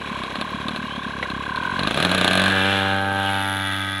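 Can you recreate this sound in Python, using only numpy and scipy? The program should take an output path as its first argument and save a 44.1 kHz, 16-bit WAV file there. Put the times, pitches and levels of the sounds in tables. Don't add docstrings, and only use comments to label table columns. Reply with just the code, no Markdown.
import sys
import numpy as np
from scipy import signal
from scipy.fft import rfft, irfft
from scipy.io import wavfile
from scipy.ndimage import uniform_filter1d

SR = 44100
rng = np.random.default_rng(int(sys.argv[2]) if len(sys.argv) > 2 else 0)


def log_audio(samples):
    frames = np.atleast_2d(samples).T
    limited = np.clip(frames, -1, 1)
    pcm = np.round(limited * 32767).astype(np.int16)
    wavfile.write(sys.argv[1], SR, pcm)


N = 176400
T = np.arange(N) / SR
REV_RANGE_HZ = (50, 78.6)
REVVED_SCATTER_DB = -.62

# t/s, relative level/dB
FIRINGS = [(.2344, -11.5), (.3546, -9.5), (.4115, -5.5), (.6823, -6.5), (.7602, -10), (1.3004, -13),
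           (1.559, -10), (1.7918, -4.5), (1.8327, -6), (1.8716, -1), (1.9085, -3), (1.943, -4.5),
           (1.9735, -3.5), (2.0007, -1.5), (2.0252, -1.5), (2.0483, 0), (2.0928, -9), (2.1144, -1.5),
           (2.1468, -.5), (2.1789, -1), (2.2112, -.5), (2.2443, 1), (2.2773, .5), (2.3099, -2),
           (2.3313, -.5), (2.3528, -1), (2.3742, 0), (2.3956, -2), (2.4168, -3), (2.4378, -3),
           (2.4586, -3.5), (2.4794, -4.5), (2.4998, -9), (2.5205, -8)]
# lag/s, level/dB
SILENCER_ECHOES = [(.0033, -6.5), (.0098, -6.5)]
# f/Hz, level/dB
CRACK_BODY = [(50, -11.5), (180, 7), (420, -2), (700, 2.5), (950, -6), (1200, 3), (1380, -8), (1610, 3.5),
              (1800, -9.5), (2100, -13.5), (2550, -5.5), (3100, -10.5), (3450, -2), (3820, -8),
              (4150, -4.5), (4450, -18.5), (4950, -25), (5250, -31), (12000, -47.5)]
CRACK_TREBLE = [(2500, 7), (4900, -6.5), (6200, 0), (8000, 3), (9300, 0.5), (10600, 11.5), (12000, -9),
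                (15500, -42)]
def firings(speed):
    times, db = np.array(FIRINGS).T
    blow = pulses(times + .001, amp(db))
    echoes = sum(pulses(times + .001015 + lag, amp(db + loss)) for lag, loss in SILENCER_ECHOES)
    def gas(decay_s):
        hiss = signal.sosfilt(signal.butter(2, 1930, "high", fs=SR, output="sos"), noise())
        return amp(-5.5) * hiss * (fade(blow, decay_s) + amp(-6.5) * fade(blow, .0082))
    body = ring(3.74 * (blow + echoes) + gas(decay_s=.0022), CRACK_BODY, smear_s=.001994)
    treble = ring(3 * blow + gas(decay_s=.0013), CRACK_TREBLE)
    treble_db = np.interp(speed, REV_RANGE_HZ, (-25.5, -19.5))
    return amp(-3.5) * body + amp(treble_db) * treble


# t/s, pipe level/dB, rasp level/dB, spit level/dB
RIDE_LEVELS = [(1.98, -27.5, -60, -70), (2.1, -24.5, -37, -62), (2.3, -39, -32, -75),
               (2.48, -25.5, -30, -59), (2.57, -20.5, -25, -45), (2.75, -21.5, -24, -44.5),
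               (2.92, -21.5, -29.5, -49.5), (3.07, -23, -36, -50.5), (3.28, -24, -28.5, -43),
               (3.5, -26.5, -31.5, -40.5), (3.7, -26.5, -29, -41.5), (3.95, -28, -31, -45.5)]
# t/s, heading (0 side on, 1 oblique, 2 from behind)
HEADING = [(2.68, 0.3), (2.9, 0.95), (3.25, 1.21), (3.45, 1.8), (3.8, 1.95)]
def ride_away(times, turns, speed):
    side = np.clip(1 - curve(HEADING), 0, 1)
    behind = np.clip(curve(HEADING) - 1, 0, 1)
    pipe = pipe_drone(times, speed, side, behind) * amp(curve(RIDE_LEVELS))
    rasp = shell_rasp(times, turns, speed, behind) * amp(curve(RIDE_LEVELS, column=2))
    spit = gas_spit(times, speed) * amp(curve(RIDE_LEVELS, column=3))
    return (pipe + rasp + spit) * (T > RIDE_LEVELS[0][0])


DRONE_HZ = 97.94
# level/dB at 1, 2, 3 ... times DRONE_HZ
PIPE_SIDE_ON = [-3, -1, -5, -7, -4, -4, -13, -4, -10, -9, -15, -8, -6, -9, -7, -6, -4, -9]
PIPE_OBLIQUE = [-3, -4, -7, -12, -10, -4, -13, 0, -7, -14, -22, -12, -8, -10, -7, -2, -7, -20, -22, -18]
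PIPE_BEHIND = [0, -6, -3, -16, -23, -11, -10, -10, -8, -17, -26, -8, -4, -11, -7, 0, -3, -16, -9, -4, -10,
               -12]
def pipe_drone(times, speed, side, behind):
    push = strokes(times - .00149, speed, REVVED_SCATTER_DB) + amp(-24) * noise()
    def pipe(levels):
        overtones = [(k * DRONE_HZ, db) for k, db in enumerate(levels, 1)]
        return -ring(push, [(40, -67), *overtones, (2450, -42), (6000, -83.5)], smear_s=.003052)
    oblique = 1 - side - behind
    tone = side * pipe(PIPE_SIDE_ON) + oblique * pipe(PIPE_OBLIQUE) + behind * pipe(PIPE_BEHIND)
    midrange = signal.lfilter(*signal.iirpeak(870, Q=5, fs=SR), tone)
    return tone + 1.6 * bump(T - 3.42, width=.17) * midrange


# f/Hz, level/dB
SHELL_SIDE = [(900, -20), (1800, -3.5), (2400, -2.5), (2950, 3.5), (3550, -1), (4150, -5.5), (4500, -20.5),
              (5650, -25.5), (6200, -29), (8000, -25), (12000, -49)]
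SHELL_BEHIND = [(1000, -24), (1950, 1.5), (2430, -9), (3200, -3.5), (3500, 6.5), (3680, -4), (4400, -18.5),
                (12000, -46)]
def shell_rasp(times, turns, speed, behind):
    shell = (noise() * np.exp(-T / .005))[:SR // 10]
    hits = unit(signal.fftconvolve(strokes(times, speed, scatter_db=.6), shell)[:N])
    buzz = unit(hits + unit(noise() * np.exp(-(turns % 1))))
    direct = (1 - behind ** 2) * ring(buzz, SHELL_SIDE) + behind ** 2 * ring(buzz, SHELL_BEHIND)
    lag_s = .00397 * np.exp(-.09 * T)
    return direct - .45 * np.interp(T - lag_s, T, direct)


# f/Hz, level/dB
SPIT_COLOUR = [(3000, -26), (7000, -20.5), (9000, -17.5), (10000, -1.5), (10800, -3.5), (13000, -24),
               (15500, -27)]
def gas_spit(times, speed):
    jet = strokes(times + .00072, speed, REVVED_SCATTER_DB)
    hiss = noise() * (fade(jet, .0008) + .24 * fade(jet, .0054))
    return ring(unit(4 * jet + hiss), SPIT_COLOUR)


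# t/s, level/dB
PUFF_LEVELS = [(0, -38.5), (.7, -35.5), (1.1, -38), (1.76, -33), (1.8, -30), (1.87, -27.5), (1.895, -32.5),
               (2.02, -27), (2.48, -24), (2.58, -48)]
# f/Hz, level/dB
PIPE_IDLE = [(30, -36), (60, -1), (110, -3.5), (226, 1), (400, -13), (900, -26.5), (6000, -90)]
PIPE_REVVED = [(30, -49), (92, -8), (135, 6), (184, 3.5), (215, -6), (680, -1), (1200, -10.5), (2200, -60),
               (6000, -86)]
def exhaust_puffs(times, speed):
    opened = np.interp(speed, REV_RANGE_HZ, (0, 1))
    idle = ring(strokes(times, speed, scatter_db=2.5), PIPE_IDLE)
    revved = ring(strokes(times, speed, REVVED_SCATTER_DB), PIPE_REVVED)
    return -((1 - opened) * idle + opened * revved) * amp(curve(PUFF_LEVELS))


# t/s, level/dB, place in the turn (0-1), pitch ratio, upper tone against lower/dB
INTAKE = [(0, -32.5, 0.56, 0.97, -6.5), (1.46, -31.5, 0.57, 0.98, -1.5), (1.5, -26.5, 0.59, 0.97, 0),
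          (1.7, -25, 0.76, .95, 1.5), (1.85, -26, 0.83, 1.005, -3.5), (1.92, -43, 0.72, 0.94, 1),
          (2.1, -29, .85, 0.995, 17), (2.52, -22, 0.81, 0.99, 15), (2.8, -29.5, 0.82, 0.99, 5),
          (4, -38, 0.7, 0.78, 24)]
def intake_hoot(turns, speed, low_hz=1093, high_hz=1619, rise_per_s=13.4):
    cycle = turns - curve(INTAKE, column=2) + .5
    hoot_index = np.floor(cycle).astype(int) + 2
    off_centre = cycle % 1 - .5
    hoot_time = off_centre / speed * curve(INTAKE, column=3)
    def tone(hz):
        slip, size = rng.standard_normal((hoot_index.max() + 1, 2))[hoot_index].T
        phase = 2 * np.pi * hz * hoot_time * (1 + rise_per_s * hoot_time / 2)
        return amp(1.97 * size) * np.sin(phase + .99 * slip)
    upper = amp(curve(INTAKE, column=4))
    both = (tone(low_hz) + upper * tone(high_hz)) / np.hypot(1, upper)
    return unit(both * bump(off_centre, width=.14)) * amp(curve(INTAKE))


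PUTT_TIMES = [.119, .209, .389, .443, .549, .66, .713, .739, .792, .845, .982, 1.068]
def putts(hz=226):
    thumps = (np.cos(2 * np.pi * hz * (T - at)) * bump(T - at, width=.0046) for at in PUTT_TIMES)
    return amp(-24) * sum(thumps)


# t/s, level/dB
RATTLE_LEVELS = [(0, -33), (1.45, -35), (1.9, -29), (2.05, -24.5), (2.5, -27), (2.62, -32.5), (4, -44)]
# f/Hz, level/dB
CASING = [(40, -36), (150, 1), (600, 2), (850, 0), (1850, -2.5), (2420, -0.5), (2650, -4), (3150, -3.5),
          (3320, -0.5), (3560, -9.5), (3950, -1.5), (4600, -22.5), (7800, -30.5), (9300, -40), (10800, -26),
          (12500, -55), (15500, -58)]
def casing_rattle(turns):
    grain = unit(uniform_filter1d(noise(), size=90))
    shake = np.exp(.14 * np.cos(2 * np.pi * (turns - .12)) + .37 * grain)
    metal = np.diff(noise() * np.exp(-T / .0068))[:SR // 10]
    fins = unit(ring(signal.fftconvolve(noise() * shake, metal)[:N], CASING))
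    casing = ring(unit(noise() * shake), CASING)
    return (.92 * casing + .5 * fins) * amp(curve(RATTLE_LEVELS))


# f/Hz, relative level/dB, t60/s
FRAME_MODES = [(1980, 6.5, 0.043), (2200, 3, 0.051), (543, -1, 0.039)]
def frame_clank(at_s):
    age = np.maximum(T - at_s, 0)
    tones = sum(amp(db - 60 * age / t60) * np.sin(2 * np.pi * hz * age) for hz, db, t60 in FRAME_MODES)
    strike = ring(noise() * (age > 0) * np.exp(-age / .015), CASING)
    return amp(-23.5) * (tones + strike)


def whine(at_s, centre_hz=3210, rise_hz_per_s=4300, gap_hz=270):
    def rough():
        return unit(signal.sosfilt(signal.butter(2, 45, fs=SR, output="sos"), noise()))
    def tone(hz):
        return np.real((rough() + 1j * rough()) * np.exp(2j * np.pi * np.cumsum(hz) / SR))
    lower_hz = centre_hz + rise_hz_per_s * (T - at_s)
    return amp(-40) * (tone(lower_hz) + .5 * tone(lower_hz + gap_hz)) * bump(T - at_s, width=.065)


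def field_scatter(bike, decay_s=.04):
    scatter = noise() * np.exp(-T / decay_s)
    return amp(-21) * signal.fftconvolve(bike, scatter / np.linalg.norm(scatter))[:N]


def open_air():
    return amp(-62) * ring(noise(), [(20, 1), (80, 23), (1000, -39), (12000, -50)])


def amp(db):
    return 10 ** (np.asarray(db) / 20)


def curve(table, column=1):
    rows = np.array(table, float)
    return np.interp(T, rows[:, 0], rows[:, column])


def unit(x):
    return x / np.sqrt(np.mean(x ** 2) + 1e-18)


def noise():
    return rng.standard_normal(N)


def bump(x, width):
    return np.exp(-.5 * (x / width) ** 2)


def ring(x, colour, smear_s=0, size=4096):
    hz, db = np.array(colour, float).T
    f = np.arange(size // 2 + 1) * SR / size
    cepstrum = irfft(np.log(amp(np.interp(np.log(f + 1), np.log(hz), db))))
    cepstrum[1:size // 2] *= 2
    cepstrum[size // 2 + 1:] = 0
    phase_lag = 2 * np.pi * smear_s * np.cumsum(np.exp(-f / 1500)) * SR / size
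    response = irfft(np.exp(rfft(cepstrum) - 1j * phase_lag))
    return signal.fftconvolve(x, response / np.linalg.norm(response))[:N]


def pulses(times, sizes, order=8):
    at = times[:, None] * SR
    taps = at.astype(int) + np.arange(-order, order + 1)
    shape = np.sinc(taps - at) * np.sinc((taps - at) / (order + 1)) * sizes[:, None]
    return np.bincount(np.clip(taps, 0, N).ravel(), shape.ravel(), N + 1)[:N]


def fade(x, seconds):
    return signal.lfilter([1], [1, -np.exp(-1 / (SR * seconds))], x)


def strokes(times, speed, scatter_db):
    return pulses(times, amp(scatter_db * rng.standard_normal(len(times)))) * np.sqrt(SR / speed)


# t/s, f/Hz
CRANK_SPEED = [(0.0, 37.29), (0.3, 31.31), (0.4, 37.99), (0.6, 35.89), (0.7, 38.45), (1.3, 32.26),
               (1.6, 38.6), (1.7, 47.8), (1.8, 43.69), (1.85, 53.74), (1.9, 52.83), (2.0, 76.46),
               (2.05, 92.71), (2.1, 87.48), (2.15, 96.24), (2.2, 90.08), (2.5, 97.25), (2.6, 94.93),
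               (2.7, 98.37), (2.8, 97.11), (3.1, 97.77), (4.0, 96.82)]
def scene():
    speed = curve(CRANK_SPEED)
    turns = np.cumsum(speed) / SR - .2
    times = np.interp(np.arange(int(turns[-1]) + 1), turns, T)
    bike = exhaust_puffs(times, speed) + casing_rattle(turns) + intake_hoot(turns, speed)
    bike += putts() + whine(at_s=.95) + firings(speed)
    bike += ride_away(times, turns, speed) + frame_clank(at_s=1.228)
    return (bike + field_scatter(bike) + open_air())[None]


def record(dry, top_hz=15750):
    rounded = np.tanh(.77 * dry) / .84
    return signal.sosfilt(signal.ellip(8, .2, 80, top_hz, fs=SR, output="sos"), rounded)


dry = scene()
out = record(dry)
log_audio(out)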